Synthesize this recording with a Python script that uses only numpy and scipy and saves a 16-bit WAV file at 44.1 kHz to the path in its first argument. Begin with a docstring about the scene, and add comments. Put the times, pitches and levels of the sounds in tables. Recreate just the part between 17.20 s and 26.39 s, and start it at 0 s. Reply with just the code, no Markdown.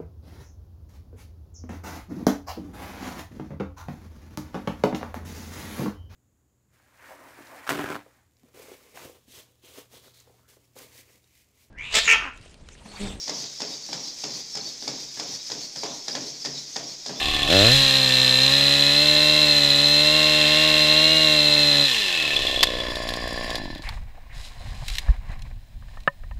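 """A two-stroke chainsaw, at arm's length in a wood, revs up from idle and cuts a trunk for four seconds:
exhaust pops merge into a note, and firings and cutters shake the bar, chain and case.
The throttle shuts, the chain runs down, the brake snaps on, and the loose clutch drum jingles.
The saw is swung aside, idles and is switched off.
Then dry leaves rustle, twigs crack, gear knocks and air buffets the body-worn microphone."""
import sys
import numpy as np
from scipy import signal
from scipy.fft import rfft, irfft, next_fast_len
from scipy.io import wavfile
from scipy.ndimage import uniform_filter1d

SR = 44100
rng = np.random.default_rng(int(sys.argv[2]) if len(sys.argv) > 2 else 0)


def to_wav(s):
    """Save 16-bit WAV."""
    ch = np.atleast_2d(s).T  # columns
    pcm = np.round(np.clip(ch, -1, 1) * 32767)  # PCM
    wavfile.write(sys.argv[1], SR, pcm.astype(np.int16))


N = 405279
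T = np.arange(N) / SR
THROTTLE_ON_S, THROTTLE_OFF_S, IGNITION_OFF_S, STANDSTILL_S = .31, 4.655, 6.385, 6.62
ASIDE_S, SWING_S = 5.533, .47  # saw swung aside: midpoint, duration
IDLE_HZ = 58.5


def crank_speed_hz():
    """The crank revs up, sags under load, coasts to idle, and is braked by friction once switched off."""
    # idle and rev-up: time_s, speed_hz
    rev_up = [(0, 68.6), (.1, 75.5), (.27, 70), (.346, 95), (.416, 100.8), (.548, 137)]
    # in the cut: time_s, speed_hz
    cutting = [(0.6, 136.7), (0.69, 132.3), (0.77, 133.1), (0.88, 129.0), (1.15, 128.0), (1.4, 139.6),
               (1.7, 142.1), (1.83, 149.1), (2.19, 151.6), (2.51, 141.5), (2.97, 153.6), (3.25, 150.9),
               (3.42, 154.5), (3.66, 151.7), (3.95, 157.7), (4.24, 149.0), (4.38, 148.7), (4.65, 141.5)]
    coast_tau_s, stall_hz_per_s, floor_hz = .25, 160, 22
    driven_hz, = in_time(rev_up + list(cutting))
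    running_hz = IDLE_HZ + (driven_hz - IDLE_HZ) * np.exp(-np.maximum(T - THROTTLE_OFF_S, 0) / coast_tau_s)
    return np.maximum(running_hz - stall_hz_per_s * np.maximum(T - IGNITION_OFF_S, 0), floor_hz)


def engine_note(turns, speed_hz, flutter_db, wobble_turns):
    """Fast firings merge into a note; each partial swells as it passes a resonance."""
    # partials at cutting speed, half orders from weak alternate firings: crank_order, level_db
    partials = [(0.5, -12.5), (1, -2), (1.5, -11), (2, 0), (2.5, -16.5), (3, -8.5), (3.5, -10.5), (4, 0),
                (4.5, -16.5), (5, -16), (5.5, -13.5), (6, -19.5), (6.5, -41), (7, -5), (7.5, -23.5),
                (8, -18), (8.5, -38), (9, -13), (9.5, -37.5), (10, -11.5), (10.5, -36), (11, -38),
                (11.5, -24.5), (12, -9.5), (12.5, -12), (13, -8.5), (13.5, -22), (14, -0.5), (14.5, -34.5),
                (15, -15.5), (15.5, -34.5), (16, -18.5)]
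    # exhaust pipe, muffler and whine resonances: centre_hz, width_hz, gain_db
    pipe = [(129.2, 19, 9.5), (615, 65, 23), (799, 65, 15), (1076, 32, 13), (2165, 120, 10.5)]
    muffler, whine_peak = [(612, 31.5, 7.2)], [(2872, 300, 19.8)]
    cutting_hz, rise_db_per_hz, boom_order, whine_order = 152, .13, 4, 18
    shut_loss_db = 11 * after(THROTTLE_OFF_S, .05)
    exhaust_db = -32 + rise_db_per_hz * (speed_hz - cutting_hz) - shut_loss_db
    boom_db = -35.5 + lift_db(boom_order * speed_hz, muffler) - shut_loss_db
    whine_db = -44 + lift_db(whine_order * speed_hz, whine_peak) - .35 * shut_loss_db
    half_order_gate = between(.59, THROTTLE_OFF_S, .037)
    angle = 2 * np.pi * (turns + wobble_turns * drift(70))
    note = 0
    for order, db in partials:
        pipe_db = lift_db(order * speed_hz, pipe) - lift_db(order * cutting_hz, pipe)
        level_db = boom_db if order == boom_order else exhaust_db + db + pipe_db
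        gain = from_db(level_db + flutter_db * drift(35)) * (half_order_gate if order % 1 else 1)
        note = note + gain * np.sin(order * angle + 2 * np.pi * rng.random())
    whine = from_db(whine_db + 1.1 * drift(40)) * np.sin(whine_order * angle)
    return np.sqrt(2) * (note + whine) * between(.26, 5.16, .27)


def exhaust_pops(turns, speed_hz):
    """Slow puffs are heard singly: clean with the throttle open, breathy with it shut."""
    # puff spectra by engine state: freq_hz, level_db
    pop_resting = [(70, 4.5), (180, -4.5), (310, 4.5), (470, -4), (630, -3), (780, 7), (900, -29),
                   (1090, 7), (1300, -16)]
    pop_open = [(95, 3.5), (200, -5), (300, 0.5), (390, -8), (580, 4), (790, -9), (920, -25.5),
                (1080, -20.5), (1400, -10.5)]
    pop_coasting = [(80, 0.5), (170, -10), (300, 0.5), (480, -1), (620, 3), (780, -4.5), (920, -32),
                    (1060, 3.5), (1270, -32.5)]
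    pop_idle = [(80, -8), (270, -1.5), (410, -5), (650, 2.5), (790, -4), (890, -15), (1080, 2.5),
                (1280, -27)]
    pop_unfired = [(80, -4), (330, 7), (450, -13), (600, -1), (870, -7), (1060, -4), (1250, -32)]
    merge_hz, overrun_hz = 105, 27
    clean = pulses(turns, spread_db=.4, jitter_s=.00001, skip_db=.3)
    puffs = pulses(turns, spread_db=1.6, jitter_s=.0001, skip_db=2)
    breathy = puffs + .034 * noise() * np.exp(-(turns % 1) / .45)
    open_db = -17.5 - .4 * np.maximum(speed_hz - merge_hz, 0)  # pops fade into the note
    opened = from_db(open_db) * even(colour(clean, pop_open), 1800) * between(THROTTLE_ON_S, .539, .07)
    fundamental = from_db(-22.5) * np.cos(2 * np.pi * turns) * between(.41, .6, .1)
    # coasting well above idle, the engine hardly fires
    coasting_db = -32.5 - 10.5 * np.clip((speed_hz - IDLE_HZ) / overrun_hz, 0, 1) ** 2
    unfired_db = -34 + .23 * (speed_hz - IDLE_HZ)  # weaker as the piston slows
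    swung_s = ASIDE_S + SWING_S / 2
    states = [(pop_resting, -32, -1, THROTTLE_ON_S, .03),
              (pop_coasting, coasting_db, THROTTLE_OFF_S, swung_s, .1),
              (pop_idle, -34, swung_s, IGNITION_OFF_S, .07),
              (pop_unfired, unfired_db, IGNITION_OFF_S, STANDSTILL_S, .04)]
    shut = sum(from_db(db) * even(colour(breathy, spectrum)) * between(start_s, end_s, fade_s)
               for spectrum, db, start_s, end_s, fade_s in states)
    return opened + fundamental + shut + hollow_ring(breathy)


def hollow_ring(puffs):
    """Puffs ring in a resonance that climbs as the saw is lowered, late in the swing."""
    start_hz, climb_hz_per_s, width_hz = 485, 470, 110
    ring = 0
    for delay_s in np.linspace(0, SWING_S / 2, 3):
        mode = (start_hz + climb_hz_per_s * delay_s, width_hz, 0)
        ring = ring + swell(ASIDE_S + delay_s, .085) * even(resonate(puffs, [mode]))
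    return from_db(-36.5) * ring


def chain_and_case(turns, speed_hz):
    """Firings, cutters and torn wood shake the guide bar, chain links and engine case."""
    # metal resonances: centre_hz, width_hz, gain_db
    bar_modes = [(3913, 214, -6.5), (4090, 95, 2.5), (4166, 121.7, -5.5)]
    case_modes = [(1772, 52, 2.5), (2110, 175, -10.5), (2638, 173, 0.5), (3485, 360, -1)]
    case_idle_modes = [(1755, 41, -0.5), (2135, 291, -16.5), (2560, 400, -18), (3430, 98, -10.5)]
    link_modes = [(4690, 104, 2), (4970, 130, -0.5), (6020, 82, -3), (7130, 73, 5), (7530, 200, -8),
                  (10740, 120, -5), (12570, 340, -17)]
    rail_modes = [(2592, 56.6, 0)]
    # chain hiss and sawing spectra: freq_hz, level_db
    hiss_spectrum = [(2590, -16), (4400, -3), (4520, -15), (5020, -5), (5760, -12.5), (6100, -14.5),
                     (6500, -17), (7490, -13.5), (9300, -21.5), (12800, -24.5), (15500, -32)]
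    hiss_idle_spectrum = [(2590, -24), (4400, -9.5), (4760, 4.5), (4970, -0.5), (5550, -6.5), (6070, -24.5),
                          (6890, -10.5), (7730, -17), (8280, -24.5), (10000, -17.5), (11700, -33.5),
                          (12900, -25), (15500, -37)]
    sawing_spectrum = [(60, -12.5), (200, -8.5), (600, -6.5), (900, -1), (1100, 1.5), (1350, -5),
                       (1800, 3.5), (3000, 4.5), (5000, -0.5)]
    # ring, throttle open: time_s, bar_db, case_db
    ringing = [(0.34, -22, -20), (0.43, -16.5, -19), (0.88, -20.5, -24), (0.9, -26, -21),
               (0.94, -18, -22.5), (2.75, -17, -25.5), (3.27, -21, -21), (3.84, -17, -23.5),
               (3.92, -18, -25.5), (4.6, -17.5, -25)]
    # levels, throttle shut: idle_db, db_per_octave, aside_loss_db, ignition_off_loss_db
    free_bar = (-33.5, 6.5, 11.5, -0.5)
    free_case = (-28, 4.5, 8, 5)
    free_hiss = (-37, 7.5, 3, 7)
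    bar_open_db, case_open_db = in_time(ringing)
    # hiss flares at the bark, then fades as the bar sinks in
    hiss_open_db = -27 + 3 * swell(.55, .16) - .47 * (T - THROTTLE_ON_S)
    bar_db = metal_level_db(bar_open_db, free_bar, speed_hz)
    case_db = metal_level_db(case_open_db - 1, free_case, speed_hz)
    hiss_db = metal_level_db(hiss_open_db, free_hiss, speed_hz)
    aside = after(ASIDE_S, SWING_S)
    load = between(.6, THROTTLE_OFF_S + .025, .08)

    cutters_per_turn = 3.5  # seven sprocket teeth, a cutter on every second link
    throb = .9 + np.exp(-(turns % 1) / .4) + .9 * np.exp(-(turns % 2) / .8)
    firings = even(pulses(turns, spread_db=.8, jitter_s=.000028, skip_db=11))
    cutters = even(pulses(cutters_per_turn * turns, spread_db=2.5, jitter_s=.00004, skip_db=3))
    chips = even(grains(5000, spread_db=3) * throb)

    # loaded, the chain slaps the bar after each strong firing; free, it rattles evenly
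    slaps = even(chips * np.exp(-(turns % 2) / .85))
    rattle = even(grains(7000, spread_db=2.5))
    strikes = load * (.9 * firings + .34 * slaps) + .43 * cutters + (1 - .68 * load) * rattle
    bar = even(band(resonate(strikes, bar_modes), 3100, 4750))

    shake = .35 * firings + .55 * cutters + even(noise() * throb)
    case_cutting = even(band(resonate(shake, case_modes), 1860, 4700))
    case_idle = even(band(resonate(shake, case_idle_modes), 1000, 4500))
    case = case_cutting * (1 - aside) + case_idle * aside

    spray = .6 * chips + .25 * firings + .55 * cutters + even(noise() * throb)
    slack_chatter = even(grains(2500, spread_db=5) * from_db(2.5 * drift(90))) + .35 * noise()
    links = even(band(resonate(spray, link_modes), 4400, 12100))
    hiss_cutting = even(even(colour(spray, hiss_spectrum)) + from_db(-9) * links)
    hiss = hiss_cutting * (1 - aside) + even(colour(slack_chatter, hiss_idle_spectrum)) * aside

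    rush = from_db(-7) * colour(even(noise() * throb), sawing_spectrum)
    # clear of the wood, the chain rings on its rails
    rails = from_db(-26.5) * even(band(resonate(chips, rail_modes), 2000, 3000)) * between(4.92, 5.17, .082)
    metal = from_db(bar_db) * bar + from_db(case_db) * (case + rush) + from_db(hiss_db) * hiss + rails
    return metal * between(-1, STANDSTILL_S, .079)


def metal_level_db(open_db, free_levels, speed_hz):
    """Throttle open: the given level. Shut: it follows speed, swing and ignition."""
    idle_db, db_per_octave, aside_loss_db, off_loss_db = free_levels
    loss_db = aside_loss_db * after(ASIDE_S, SWING_S) + off_loss_db * after(IGNITION_OFF_S, .047)
    free_db = idle_db + db_per_octave * np.log2(speed_hz / IDLE_HZ) - loss_db
    throttle = between(THROTTLE_ON_S - .01, THROTTLE_OFF_S + .02, .022)
    return throttle * open_db + (1 - throttle) * free_db


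def clutch_jingle(turns):
    """At low speed the loose drum pings, nudged every turn; its thin rim rings only before the cut."""
    # loudest pings: time_s, level_db
    pings = [(0.0597, -19), (0.1036, -18), (0.1465, -12), (0.2308, -9), (0.2851, -15), (5.1656, -8),
             (5.2688, -12), (5.3142, -18), (5.3611, -14.5), (5.3926, -15.5), (5.4085, -11), (5.4569, -17.5),
             (5.4718, -15), (5.5048, -23), (5.5871, -22), (5.6041, -17.5), (5.7049, -22)]
    # drum and rim resonances: centre_hz, width_hz, gain_db
    drum_modes = [(3440, 55, 9.5), (2600, 330, -21.5), (4060, 94, -21)]
    rim_modes = [(8770, 32, -9), (12100, 70, -22)]
    before_cut = 1 - after(THROTTLE_ON_S, .03)
    loose = before_cut + between(5.03, 5.78, .18)
    nudges = from_db(-31) * pulses(turns, spread_db=4, jitter_s=.0006, skip_db=2)
    strikes = blows(pings, t60_s=.038, crunch=.04) + nudges * loose
    return from_db(31.5) * (resonate(strikes, drum_modes) + before_cut * resonate(strikes, rim_modes))


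def chain_ticks():
    """The slack chain ticks against the bar."""
    # ticks: time_s, level_db
    ticks = [(5.7544, -41), (5.8377, -34), (5.8901, -24), (5.9391, -33), (6.0776, -26), (6.1295, -28),
             (6.1809, -32), (6.2327, -39), (6.2682, -39), (6.3037, -31), (6.355, -32)]
    return from_db(1) * band(blows(ticks, t60_s=.026, crunch=.47), 4500, 11000)


def brake_clacks():
    """The chain brake snaps on and the handle clacks."""
    # clacks: time_s, level_db
    clacks = [(5.2679, -34), (5.4294, -4.5), (5.433, -6.5), (5.7553, -22.5), (5.8893, -19.5),
              (5.9373, -22.5), (6.304, -22.5), (6.355, -19), (6.55, -33.5), (6.5799, -37), (6.621, -35),
              (6.6897, -25.5)]
    # clack spectrum: freq_hz, level_db
    spectrum = [(240, -23), (400, -17.5), (720, -8.5), (1070, -6), (1300, -15), (1850, -7.5), (2290, -11.5),
                (3410, -2.5), (3680, 0), (4030, -1.5), (4490, -3.5), (5730, -14), (9500, -23.5),
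                (10600, -25), (12700, -23), (15500, -40)]
    return from_db(5) * colour(blows(clacks, t60_s=.036, crunch=.45), spectrum)


def twig_cracks():
    """Twigs break underfoot."""
    # breaks: time_s, level_db
    cracks = [(7.682, -14.5), (7.689, -32), (7.7007, -20), (7.7537, -18), (7.7694, -22), (7.7837, -10.5),
              (7.7914, -31), (8.1174, -36), (8.1928, -37), (8.2207, -31), (8.8039, -37), (8.8348, -40)]
    # crack spectrum: freq_hz, level_db
    spectrum = [(590, -60), (1000, -33), (1490, -17), (1730, -7.5), (2810, -4.5), (3530, -8), (4050, 1),
                (4540, -8.5), (7360, -15), (15500, -27)]
    return from_db(-.5) * colour(blows(cracks, t60_s=.03, crunch=.39), spectrum)


def housing_knocks():
    """Gear knocks the microphone housing, which rings."""
    # knocks: time_s, level_db
    knocks = [(6.974, -46), (7.884, -27.5), (8.624, -39), (8.685, -40), (8.772, -30.5), (8.876, -2),
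              (9.036, -34.5), (9.112, -29), (9.173, -49)]
    # knock spectrum: freq_hz, level_db
    spectrum = [(88, -34.5), (150, -11), (318, -23), (593, -3), (905, -9), (1240, -1), (1510, -6.5),
                (1780, 2.5), (2100, -18), (2980, -15), (3260, -28), (3710, -28), (4070, -37.5),
                (6670, -51.5), (12000, -61), (15600, -93), (22000, -120)]
    # housing modes: pitch_hz, gain_db, t60_s
    housing = [(563, -5.5, 0.1), (1010, 1, 0.038), (1843, 3.5, 0.058)]
    taps = blows(knocks, t60_s=.02, crunch=.13)
    modes = [(hz, np.log(1000) / (np.pi * t60_s), db) for hz, db, t60_s in housing]
    return from_db(13) * colour(taps, spectrum) + from_db(27.5) * resonate(taps, modes)


def leaves_and_clothing():
    """Boots stir dry leaves and clothing rubs once the saw has stopped."""
    # body moves: centre_s, half_length_s, leaves_db, cloth_db
    stirs = [(6.637, 0.045, -49, -47), (6.727, 0.058, -53, -47.5), (7.165, 0.028, -51, -50),
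             (7.243, 0.056, -45, -63), (7.515, 0.18, -50.5, -51.5), (7.733, 0.072, -40.5, -60),
             (7.88, 0.084, -55, -48), (8.114, .05, -59.5, -49), (8.273, 0.04, -67, -61),
             (8.746, .08, -65.5, -60)]
    # rustle spectra: freq_hz, level_db
    leaf_spectrum = [(760, -37), (1300, -15), (1810, -7), (3630, -1.5), (4070, 4), (4470, -6.5), (4950, -2),
                     (5970, -11.5), (6830, -8.5), (12700, -21.5), (15500, -36)]
    cloth_spectrum = [(160, -29), (280, -5.5), (354, -18), (398, -12), (759, -0.5), (877, -5), (1070, -1),
                      (1310, -13.5), (1750, -4), (2400, -8.5), (3120, -18), (5280, -120)]
    turning_db = 10.5 * (1 - after(8.35, .14))  # extra rubbing during the turn round the tree
    leaf_gain, cloth_gain = from_db(-65.5), from_db(-68 + turning_db)
    for centre_s, half_s, leaves_db, cloth_db in stirs:
        leaf_gain += from_db(leaves_db) * swell(centre_s, half_s)
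        cloth_gain += from_db(cloth_db) * swell(centre_s, half_s)
    leaves = even(colour(even(grains(2500, spread_db=4)) + .5 * noise(), leaf_spectrum))
    cloth = even(colour(noise() * from_db(3.7 * drift(80)), cloth_spectrum))
    return (leaf_gain * leaves + cloth_gain * cloth) * after(STANDSTILL_S, .017)


def scuffs():
    """Gloves and trousers scuff in short bands of noise."""
    # scuffs: centre_s, level_db, centre_hz, half_length_s
    rubs = [(6.675, -39, 2110, 0.035), (6.694, -38, 920, 0.0079), (6.982, -45, 650, .008),
            (7.127, -49.5, 2000, 0.031), (7.416, -49, 662, 0.013), (7.628, -39, 740, 0.0082),
            (8.118, -49, 1740, 0.025)]
    return sum(from_db(db) * swell(s, half_s) * even(band(noise(), hz / 1.24, hz * 1.22))
               for s, db, hz, half_s in rubs)


def microphone_bumps():
    """Soft bumps on the microphone give low thuds."""
    # bumps: centre_s, peak_db, pitch_hz, half_length_s
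    bumps = [(6.77, -27, 44.4, 0.012), (7.174, -38, 125, 0.012), (7.48, -36, 124, 0.017),
             (7.629, -28.5, 125, 0.01), (7.722, -28.5, 43.8, 0.028), (7.897, -21, 117, 0.0076),
             (7.902, -5.5, 46.5, 0.014), (8.098, -22, 81, 0.0034), (9.116, -25, 45, 0.014),
             (9.175, -23, 50, .012)]
    return sum(from_db(db) * swell(s, half_s) * np.cos(2 * np.pi * hz * (T - s))
               for s, db, hz, half_s in bumps)


def wind():
    """Air rumbles over the microphone as the body swings."""
    # draughts: start_s, end_s, level_db
    draughts = [(-.1, .65, -35.5), (5.17, 6.602, -37.5), (6.65, 6.875, -32), (6.894, 7.4, -43.5),
                (7.133, 7.24, -40), (7.404, 8.39, -33.5), (8.51, 8.85, -39), (8.986, 9.3, -36)]
    # rumble spectrum: freq_hz, level_db
    spectrum = [(8.8, -34.5), (15, 2.5), (35, -3.5), (70, -13), (113, -16.5), (167, -31), (233, -31),
                (283, -44.5), (350, -47.5), (460, -78.5), (770, -120)]
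    still_db, fade_s = -52, .13
    flow = sum(from_db(db) * between(start_s, end_s, fade_s) for start_s, end_s, db in draughts)
    return (from_db(still_db) + flow) * even(colour(noise(), spectrum), 9000)


def forest_hush():
    """Faint, steady hush of the wood."""
    # hush spectrum: freq_hz, level_db
    spectrum = [(120, -22.5), (200, -4), (471, -18.5), (641, -6), (1330, -23), (1710, -14.5), (3680, -19),
                (3960, -30), (5700, -26), (12700, -29), (15500, -21.5)]
    return from_db(-62.5) * colour(noise(), spectrum)


def pulses(cycles, spread_db, jitter_s, skip_db):
    """One click per cycle, uneven in size and time, every second one weaker."""
    times_s = np.interp(np.arange(1, int(cycles[-1])), cycles, T)
    chance = rng.standard_normal((8000, 2))[:len(times_s)]
    position = np.clip((times_s + jitter_s * chance[:, 0]) * SR, 0, N - 2)
    weak = np.arange(1, len(times_s) + 1) % 2
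    sizes = from_db(spread_db * chance[:, 1] - skip_db * weak)
    whole, part = position.astype(int), position % 1
    return np.bincount(whole, sizes * (1 - part), N) + np.bincount(whole + 1, sizes * part, N)


def grains(per_s, spread_db):
    """Random clicks of uneven size."""
    clicks = (rng.random(N) < per_s / SR) * rng.choice([-1, 1], N)
    return clicks * from_db(spread_db * np.clip(noise(), -2, 2))


def blows(events, t60_s, crunch):
    """A click and a decaying noise burst per event."""
    clicks = np.zeros(N)
    for s, db in events:
        clicks[int(s * SR)] += from_db(db)
    decay = signal.lfilter([1], [1, -from_db(-60 / (t60_s * SR))], clicks + 1e-18)
    return clicks + crunch * decay * noise()


def noise():
    """White noise, unit rms."""
    return rng.standard_normal(N)


def drift(rate_hz):
    """Random wander, spread about one."""
    return np.interp(T * rate_hz, np.arange(20000), rng.standard_normal(20000))


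def colour(x, spectrum):
    """Minimum-phase filter, steep beyond the spectrum's ends; keeps the power of white noise."""
    size = next_fast_len(N + 20000)
    hz, db = np.transpose(spectrum)
    log_f = np.log(np.maximum(np.fft.rfftfreq(size, 1 / SR), 1))
    outside = np.maximum(np.log(hz[0]) - log_f, 0) + np.maximum(log_f - np.log(hz[-1]), 0)
    gain = from_db(np.interp(log_f, np.log(hz), db) - np.minimum(40 * outside, 60))
    cepstrum = irfft(np.log(gain / np.sqrt(np.mean(gain ** 2))), size)
    cepstrum[1:size // 2] *= 2
    cepstrum[size // 2 + 1:] = 0
    return irfft(rfft(x, size) * np.exp(rfft(cepstrum)), size)[:N]


def resonate(x, modes):
    """Parallel resonances of alternating sign."""
    out = 0
    for k, (hz, width_hz, db) in enumerate(modes):
        r = np.exp(-np.pi * width_hz / SR)
        poles = [1, -2 * r * np.cos(2 * np.pi * hz / SR), r * r]
        gain = (-1) ** k * from_db(db) * (1 - r * r) / 2
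        out = out + gain * signal.lfilter([1, 0, -1], poles, x + 1e-18)
    return out


def lift_db(hz, resonances):
    """Gain of a partial near resonances."""
    return sum(db / (1 + ((hz - centre_hz) / width_hz) ** 2) for centre_hz, width_hz, db in resonances)


def band(x, low_hz, high_hz):
    """Butterworth band-pass."""
    return signal.sosfilt(signal.butter(2, [low_hz, high_hz], "band", fs=SR, output="sos"), x + 1e-18)


def even(x, window_samples=4000):
    """Holds the running rms at one."""
    return x / np.sqrt(np.abs(uniform_filter1d(x * x, window_samples)) + 1e-12)


def from_db(db):
    """Decibels to gain."""
    return 10 ** (np.asarray(db) / 20)


def in_time(rows):
    """Each column of a curve at every sample."""
    times_s, *columns = np.transpose(rows)
    return [np.interp(T, times_s, column) for column in columns]


def after(time_s, fade_s):
    """Ramp from zero to one, centred on a moment."""
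    return np.clip((T - time_s) / fade_s + .5, 0, 1)


def between(start_s, end_s, fade_s):
    """Gate with ramps centred on its edges."""
    return after(start_s, fade_s) * (1 - after(end_s, fade_s))


def swell(centre_s, half_length_s):
    """Bell-shaped envelope."""
    return np.exp(-np.minimum(((T - centre_s) / half_length_s) ** 2, 50))


def scene():
    """One crankshaft drives the saw; small impacts, body movement and air surround it."""
    speed_hz = crank_speed_hz()
    turns = np.cumsum(speed_hz * (1 + .001454 * drift(25))) / SR
    note = engine_note(turns, speed_hz, flutter_db=.6, wobble_turns=.0078)
    saw = note + exhaust_pops(turns, speed_hz) + chain_and_case(turns, speed_hz) + clutch_jingle(turns)
    impacts = chain_ticks() + brake_clacks() + twig_cracks() + housing_knocks()
    movement = leaves_and_clothing() + scuffs() + microphone_bumps()
    return (saw + impacts + movement + wind() + forest_hush())[None]


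def record(dry):
    """Clips the peaks, then cuts the top treble."""
    cutoff_hz = 15600
    lowpass = signal.ellip(10, .1, 80, cutoff_hz, fs=SR, output="sos")
    return signal.sosfilt(lowpass, np.clip(dry, -1, 1))


dry = scene()
out = record(dry)
to_wav(out)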